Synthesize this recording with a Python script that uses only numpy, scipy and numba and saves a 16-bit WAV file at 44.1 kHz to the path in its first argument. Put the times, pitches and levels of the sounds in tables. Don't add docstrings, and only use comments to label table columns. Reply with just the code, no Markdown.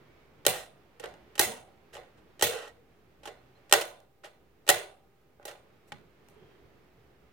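import sys
import numpy as np
from scipy import signal
from scipy.fft import rfft, irfft
from scipy.io import wavfile
from scipy.ndimage import uniform_filter1d
from numba import njit

SR = 44100
rng = np.random.default_rng(int(sys.argv[2]) if len(sys.argv) > 2 else 0)


def magnitude_from_level(level_db):
    exponent = np.asarray(level_db, float) / 20
    return 10 ** exponent


def store_wav(level_fs):
    pcm = np.round(np.clip(np.atleast_2d(level_fs), -1, 1) * 32767)
    wavfile.write(sys.argv[1], SR, pcm.T.astype(np.int16))


N = 322949


def along(table, hz):
    table = np.array(table)
    return np.interp(np.log(hz + 1), np.log(table[:, 0]), table[:, 1])


def colour(x, gain):
    size = x.shape[-1]
    return irfft(rfft(x) * gain(np.arange(size // 2 + 1) * SR / size), size)


def band(x, hz, octaves):
    y = colour(x, lambda f: np.exp(-(np.log2((f + 1) / hz) / octaves) ** 2))
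    return y / np.sqrt(np.mean(y ** 2))


def unit(x):
    return x / np.max(np.abs(x))


def wander(shape, step):
    return uniform_filter1d(np.repeat(rng.standard_normal(shape), step, axis=-1), size=step)


def lean(db):
    return magnitude_from_level([[-db], [db]])


def add(out, x, s):
    i = int(s * SR)
    out[:, i:i + x.shape[1]] += x[:, :N - i]


# (f/Hz, likeness 0-1)
LIKENESS = [(60, 1), (300, 0.7), (640, 0.5), (1400, 0.2), (15000, .0)]


def pair(size):
    mid, side = rng.standard_normal((2, size))
    mid = colour(mid, lambda hz: np.sqrt((1 + np.clip(along(LIKENESS, hz), 0, 1)) / 2))
    side = colour(side, lambda hz: np.sqrt((1 - np.clip(along(LIKENESS, hz), 0, 1)) / 2))
    return np.array([mid + side, mid - side])


def ring(modes, tilt_db=0):
    hz, db, t60 = (c[:, None] for c in np.transpose(modes))
    t = np.arange(SR // 4) / SR
    strength, detune = rng.standard_normal((2, len(modes), 1))
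    gain = magnitude_from_level(db + 2.5 * strength + tilt_db * np.log2(hz / 3000))
    tones = np.sin(2 * np.pi * hz * (1 + .007 * detune) * t)
    return np.sum(gain * tones * 1000. ** (-t / t60), axis=0)


# (f/Hz, level/dB, time to fall 60 dB/s)
CASE_TONES = [(368.6, -6.5, 0.023), (423, -4.5, 0.11), (474, -2, 0.099), (580, 6.5, 0.08), (645, 3, 0.056),
              (756, 6, 0.004), (826, 4.5, 0.091), (820, -5, 0.09), (1080, -9, 0.05)]
# (f/Hz, level/dB, time to fall 60 dB/s)
METAL_TONES = [(1450, -6, .02), (1570, -3, .03), (1890, 0, .04), (1980, -3, .03), (2800, -5, .015),
               (3190, -4, .02), (4150, -6, .025), (4600, -8, .012), (5860, -6, .015), (6200, -5, .015),
               (7900, -7, .012), (9300, -8, .008), (11700, -9, .008)]
# (f/Hz, level/dB per Hz)
RATTLE_COLOUR = [(530, -32.5), (900, -21.5), (1960, -13.5), (2500, -11.5), (2830, -7.5), (4270, -14),
                 (7760, -12.5), (15200, -20), (16500, -34.5)]


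def contact(push, case_db, tilt_db, metal_db):
    push = np.pad(push, (0, 4096 - len(push) % 4096))
    bursts = rng.standard_normal((3, len(push))) * magnitude_from_level(5.3 * rng.standard_normal((3, len(push))))
    shared, own = bursts[0], bursts[1:]
    grit = (own * 1.3 + shared) * push

    def rattle_gain(hz):
        hardness_db = tilt_db * np.log2(hz / 3000 + 0.033)
        return magnitude_from_level(along(RATTLE_COLOUR, hz) + hardness_db) * (hz > 600)

    rattle = colour(grit, rattle_gain)
    metal = signal.fftconvolve(grit, ring(METAL_TONES, tilt_db)[None], axes=1)
    bright = magnitude_from_level(metal_db) * unit(metal)
    bright[:, :len(push)] += unit(rattle)
    boom = signal.fftconvolve(shared * push ** 2.8, ring(CASE_TONES))
    return bright + magnitude_from_level(case_db + 5.5) * unit(boom)[None]


def boom_db(db, tilt_db):
    return -18 - 0.11 * db - 0.4 * tilt_db


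# (f/Hz, width/octaves, level/dB, time to fall 60 dB/s)
DYING_AWAY = [(364, 0.1, -6.5, 0.34), (475, 0.097, -1, 0.32), (606, 0.058, -3.5, 0.3), (745, .06, -5.5, .4),
              (610, 0.78, -1, 0.54), (1020, 0.48, -5, 0.32), (1536, 0.16, -6, 0.39),
              (1960, 0.25, 0.1, 0.33), (3113, 0.56, 1, 0.37), (4170, 0.34, -3.5, 0.27),
              (6450, 0.38, -3.5, 0.31), (9100, 0.24, -4, 0.34), (12100, 0.23, -5, 0.21),
              (15000, .3, -5, .25)]


def after_bands():
    ripple_db = 4.5 * wander(SR // 60 + 1, 60)
    noises = []
    for hz, octaves, *_ in DYING_AWAY:
        rippled = colour(pair(2 * SR), lambda f: magnitude_from_level(ripple_db[:len(f)]))
        noises.append(band(rippled, hz, octaves))
    return np.array(noises)


def after_rattle(bands, case_db, tilt_db):
    hz, _, db, t60 = (c[:, None, None] for c in np.transpose(DYING_AWAY))
    t = np.arange(SR // 2) / SR
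    start = rng.integers(SR)
    db = db + np.where(hz < 1000, 0.89 * case_db + 14.0, 0.71 * tilt_db * np.log2(hz / 3000))
    gain = magnitude_from_level(db + 1.2 * rng.standard_normal(hz.shape)) * 1000. ** (-t / t60)
    grain = magnitude_from_level(1.6 * wander(len(t) // 128 + 1, 128)[:len(t)])
    swell = np.clip((t - .008) / 0.01, 0, 1) * np.hanning(SR)[SR // 2:] ** 0.1
    return np.sum(gain * bands[:, :, start:start + len(t)], axis=0) * grain * swell / 3


def strike(out, bands, s, db, tilt_db, ms, after_db, extra_case_db=0):
    t = np.arange(4000) / SR
    case_db = boom_db(db, tilt_db) + extra_case_db
    push = np.minimum(t / 0.00036, 1) * np.exp(-(900 * t / max(ms, .5)) ** 1.3)
    add(out, magnitude_from_level(db) * contact(push, case_db, tilt_db, metal_db=-11), s)
    add(out, magnitude_from_level(db + after_db) * after_rattle(bands, case_db, tilt_db), s)


# (t/s, level/dB, hardness/dB per octave, rattle time/ms, after-rattle level/dB)
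SHUTTER_BLOWS = [
    (0.4648, 0, 3, 4.5, -22),
    (1.3932, 0.5, 3.7, 6, -20),
    (2.4236, 0, 4, 9.1, -20),
    (3.7249, 3, -1, 3, -22),
    (3.7354, -1.5, -1.5, 6, -25.5),
    (3.8104, -20, 0.5, 13, -31),
    (4.6897, 3, 0.6, 5, -24),
    (4.698, -3, 1.5, 5, -22.5),
]


def slams(out, bands):
    for row in SHUTTER_BLOWS:
        strike(out, bands, *row)


# (t/s, level/dB, rattle time/ms)
LATCH_CLICKS = [
    (.451, -23, 4.2),
    (1.354, -32, 7.2),
    (1.379, -24, 7.5),
    (2.394, -33, 9),
    (2.411, -19.5, 5),
    (3.695, -41, 6.8),
    (3.712, -27, 4.9),
    (4.666, -35, 6.8),
    (4.677, -23, 8.3),
]


def latches(out, bands):
    for s, db, ms in LATCH_CLICKS:
        strike(out, bands, s, db, -2.87, ms, after_db=-32)


# (t/s, level/dB, hardness/dB per octave, rattle time/ms)
FINGER_TAPS = [(0.9974, -34, -2.5, 7.1), (1.0374, -28.5, -10.5, 10), (1.04, -39, 0, 4.4),
               (1.0578, -30, -4.5, 2.5), (1.139, -47.5, -5, 3.2), (1.9433, -38, 2.5, 1.7),
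               (1.9515, -32, -5.5, 11), (1.9668, -32, -7, 8.2), (1.9777, -43, -10.5, 5.4),
               (2.0327, -54, -8.5, 10.4), (2.6757, -41, -4, 10), (3.2324, -41, -5.5, 15),
               (3.255, -29.5, -3.5, 9.1), (3.2732, -30.5, -6, 11.5), (3.8524, -37, 9, 4.3),
               (4.0018, -52, -1.5, 2.6), (4.2435, -33.5, -5.5, 18), (4.256, -40.5, 0.4, 3.9),
               (5.3975, -46.5, -18, 1.7), (5.4276, -51, -7, 4), (5.4529, -24.5, 2.5, 7),
               (5.48, -29.5, -3.5, 11.3), (5.5124, -38.5, -4.5, 7.4), (5.552, -48, -8, 8),
               (6.244, -66.5, 8, 5)]


def taps(out, bands):
    for row in FINGER_TAPS:
        strike(out, bands, *row, after_db=-19, extra_case_db=2)


# (t/s, level/dB, hardness/dB per octave, rattle time/ms)
HAND_KNOCKS = [
    (5.9201, -27, -8, 5.5),
    (6.2856, -43, 4.5, 2.2),
]


def knocks(out, bands):
    for row in HAND_KNOCKS:
        strike(out, bands, *row, after_db=-26, extra_case_db=-3.5)


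# (t/s, length/s, level/dB, hardness/dB per octave)
FINGER_RUBS = [(0.499, 0.19, -37, -0.5), (1.02, 0.062, -49, -7.5), (1.074, 0.18, -62.5, -25),
               (1.499, 0.15, -49, -3.5), (1.926, 0.051, -46.5, -2.5), (2.169, 0.048, -63, -5.5),
               (2.487, .2, -38, -4.5), (2.599, 0.13, -45.5, -6.5), (2.887, 0.043, -79, -14),
               (3.26, 0.029, -61, 7.5), (3.562, .07, -67, -7), (4.234, 0.023, -49.5, -8.5),
               (5.49, .05, -52, -10), (5.87, 0.054, -63, 4.5), (5.925, .05, -70, -2),
               (6.292, 0.02, -66, 12)]


def rubs(out):
    for s, length, db, tilt_db in FINGER_RUBS:
        drag = np.linspace(0, 1, int(1.2 * length * SR))
        push = np.minimum(5 * drag, 1) * np.cos(np.pi / 2 * drag) ** 2.6
        rub = contact(push, boom_db(db, tilt_db) + 0.5, tilt_db, metal_db=-6)
        add(out, magnitude_from_level(db + 9) * rub, s)


def machine():
    out, bands = np.zeros((2, N)), after_bands()
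    slams(out, bands)
    latches(out, bands)
    taps(out, bands)
    knocks(out, bands)
    rubs(out)
    low_cut = signal.butter(6, 330, "high", fs=SR, output="sos")
    return signal.sosfilt(low_cut, out * lean(1.2))


# (t/s, length/s, level/dB, f/Hz)
PART_BUZZES = [(.485, 0.093, -37, 490), (1.0, 0.02, -41, 502), (1.037, 0.022, -40, 470),
               (1.058, 0.039, -42, 488), (1.399, .06, -36, 370), (1.504, 0.13, -48.5, 930),
               (1.414, 0.22, -51, 230), (2.429, .1, -51, 230), (1.459, 0.13, -44.5, 450),
               (1.602, 0.14, -60.5, 780), (1.95, 0.14, -54, 532), (2.46, .18, -34, 472),
               (2.66, .07, -51, 469), (2.76, .09, -58, 450), (2.666, .04, -56, 1980),
               (2.66, 0.059, -64, 4030), (3.255, 0.076, -47.5, 419), (3.369, .05, -74, 4130),
               (3.55, .05, -72, 4130), (3.75, 0.069, -33.5, 440), (3.726, .04, -24, 760),
               (4.69, .05, -23, 770), (4.714, 0.22, -48, 400), (0, .4, -72, 2250), (5.455, 0.086, -52, 550),
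               (6.252, 0.48, -61.5, 410.4), (6.327, 0.37, -75.5, 3210)]


def buzzes():
    out, width_hz = np.zeros((2, N)), 37
    for s, length, db, hz in PART_BUZZES:
        u = np.linspace(0, 1, int(1.4 * length * SR))
        note = band(pair(SR // 2 * 2), hz, 1.7 * width_hz / hz)[:, :len(u)]
        add(out, magnitude_from_level(db) * note * np.minimum(6 * u, 1) * np.cos(np.pi / 2 * u) ** 2.7, s)
    return out * lean(1.5)


# (t/s, thud level/dB, thud f/Hz, spring level/dB)
TABLE_THUDS = [
    (.466, -39.5, 140, -74),
    (1.396, -39.5, 98.6, -60),
    (2.426, -41, 112, -71),
    (3.728, -46.5, 121.2, -70.5),
    (4.692, -42, 120.5, -60.5),
    (5.922, -51.5, 157, -91),
]


def table():
    out, t = np.zeros((2, N)), np.arange(SR) / SR
    for s, thud_db, hz, spring_db in TABLE_THUDS:
        wood = colour(rng.standard_normal((2, SR)), lambda f: np.exp(-np.log2((f + 1) / hz) ** 2 / .5))
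        thud = unit(wood) * lean(1.5) * np.minimum(t / 0.0033, 1) * 1000. ** (-t / .3)
        beat = 1 + 0.48 * np.cos(2 * np.pi * 9 * t + 6 * rng.random())
        fade = 1000. ** (-t / 2.5) * np.hanning(2 * SR)[SR:] ** .3
        spring = beat * np.sin(2 * np.pi * 787 * t) * fade
        add(out, magnitude_from_level(thud_db + 13) * thud + magnitude_from_level(spring_db) * spring, s)
    return out


# (f/Hz, level/dB)
APPLIANCE_TONES = [(787, -85), (1235, -87)]


def appliance(flicker):
    t = np.arange(N) / SR
    return sum(magnitude_from_level(db + 4 + 1.4 * flicker) * np.sin(2 * np.pi * hz * t) for hz, db in APPLIANCE_TONES)


# (f/Hz, level/dB per Hz)
HUM_COLOUR = [(25, -20), (40, -9), (62, 4), (80, -4.5), (125, 1), (200, -4), (310, -4.5), (400, 0),
              (520, -7), (1000, -13.5), (2200, -16.5), (4000, -24.5), (8000, -32), (15500, -31)]
# (t/s, level/dB)
HUM_SWELL = [(0, 8.5), (.3, 6), (0.902, 5), (1.3, 8.5), (1.8, 5), (2.3, 6), (2.9, 2.5), (3.4, 4.5),
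             (3.7, 6), (4.099, -3.2), (4.501, 0.5), (5.1, -2), (5.4, -0.7), (5.7, 4.5), (6.1, 4),
             (6.5, 8), (6.9, 4.5), (7.32, 3)]


def hum():
    s, middle_db = np.transpose(HUM_SWELL)
    bass_db = 1.08 + 0.6 * middle_db
    t = np.arange(N) / SR
    noise = colour(pair(N + N % 2), lambda hz: magnitude_from_level(along(HUM_COLOUR, hz)))
    noise *= magnitude_from_level(-67 + 1.5) / np.sqrt(np.mean(noise ** 2))
    bass = colour(noise, lambda hz: 1 / (1 + (hz / 600) ** 4))[:, :N]
    hiss = colour(noise, lambda hz: 1 - 1 / (1 + (hz / 5500) ** 4))[:, :N]
    middle = noise[:, :N] - bass - hiss
    flicker = wander((2, N // 4096 + 1), 4096)[:, :N]
    out = bass * magnitude_from_level(np.interp(t, s, bass_db) + 1.5 * flicker[0]) + hiss
    out += middle * magnitude_from_level(np.interp(t, s, middle_db) + 0.49 * flicker[1])
    out += appliance(flicker[1])
    out += magnitude_from_level(-93) * band(noise, 14600, .14)[:, :N]
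    return out * lean(1.4)


def scene():
    return machine() + buzzes() + table() + hum()


@njit
def follow(size, release):
    out, e = np.empty(len(size)), 0.
    for i in range(len(size)):
        e = max(size[i], e * release)
        out[i] = e
    return out


def top_cut(x):
    return signal.sosfilt(signal.butter(12, 17060, fs=SR, output="sos"), x)


def record(dry):
    peak = follow(np.abs(dry).max(axis=0), np.exp(-1 / (.012 * SR)))
    gain = uniform_filter1d(np.minimum(1, magnitude_from_level(2) / (peak + 1e-9)) ** .6, size=160, origin=79)
    held = .9 * np.tanh(dry * gain / .9) - .0004
    top = signal.ellip(8, .2, 70, 16000, fs=SR, output="sos")
    return top_cut(signal.sosfilt(top, held))


dry = scene()
out = record(dry)
store_wav(out)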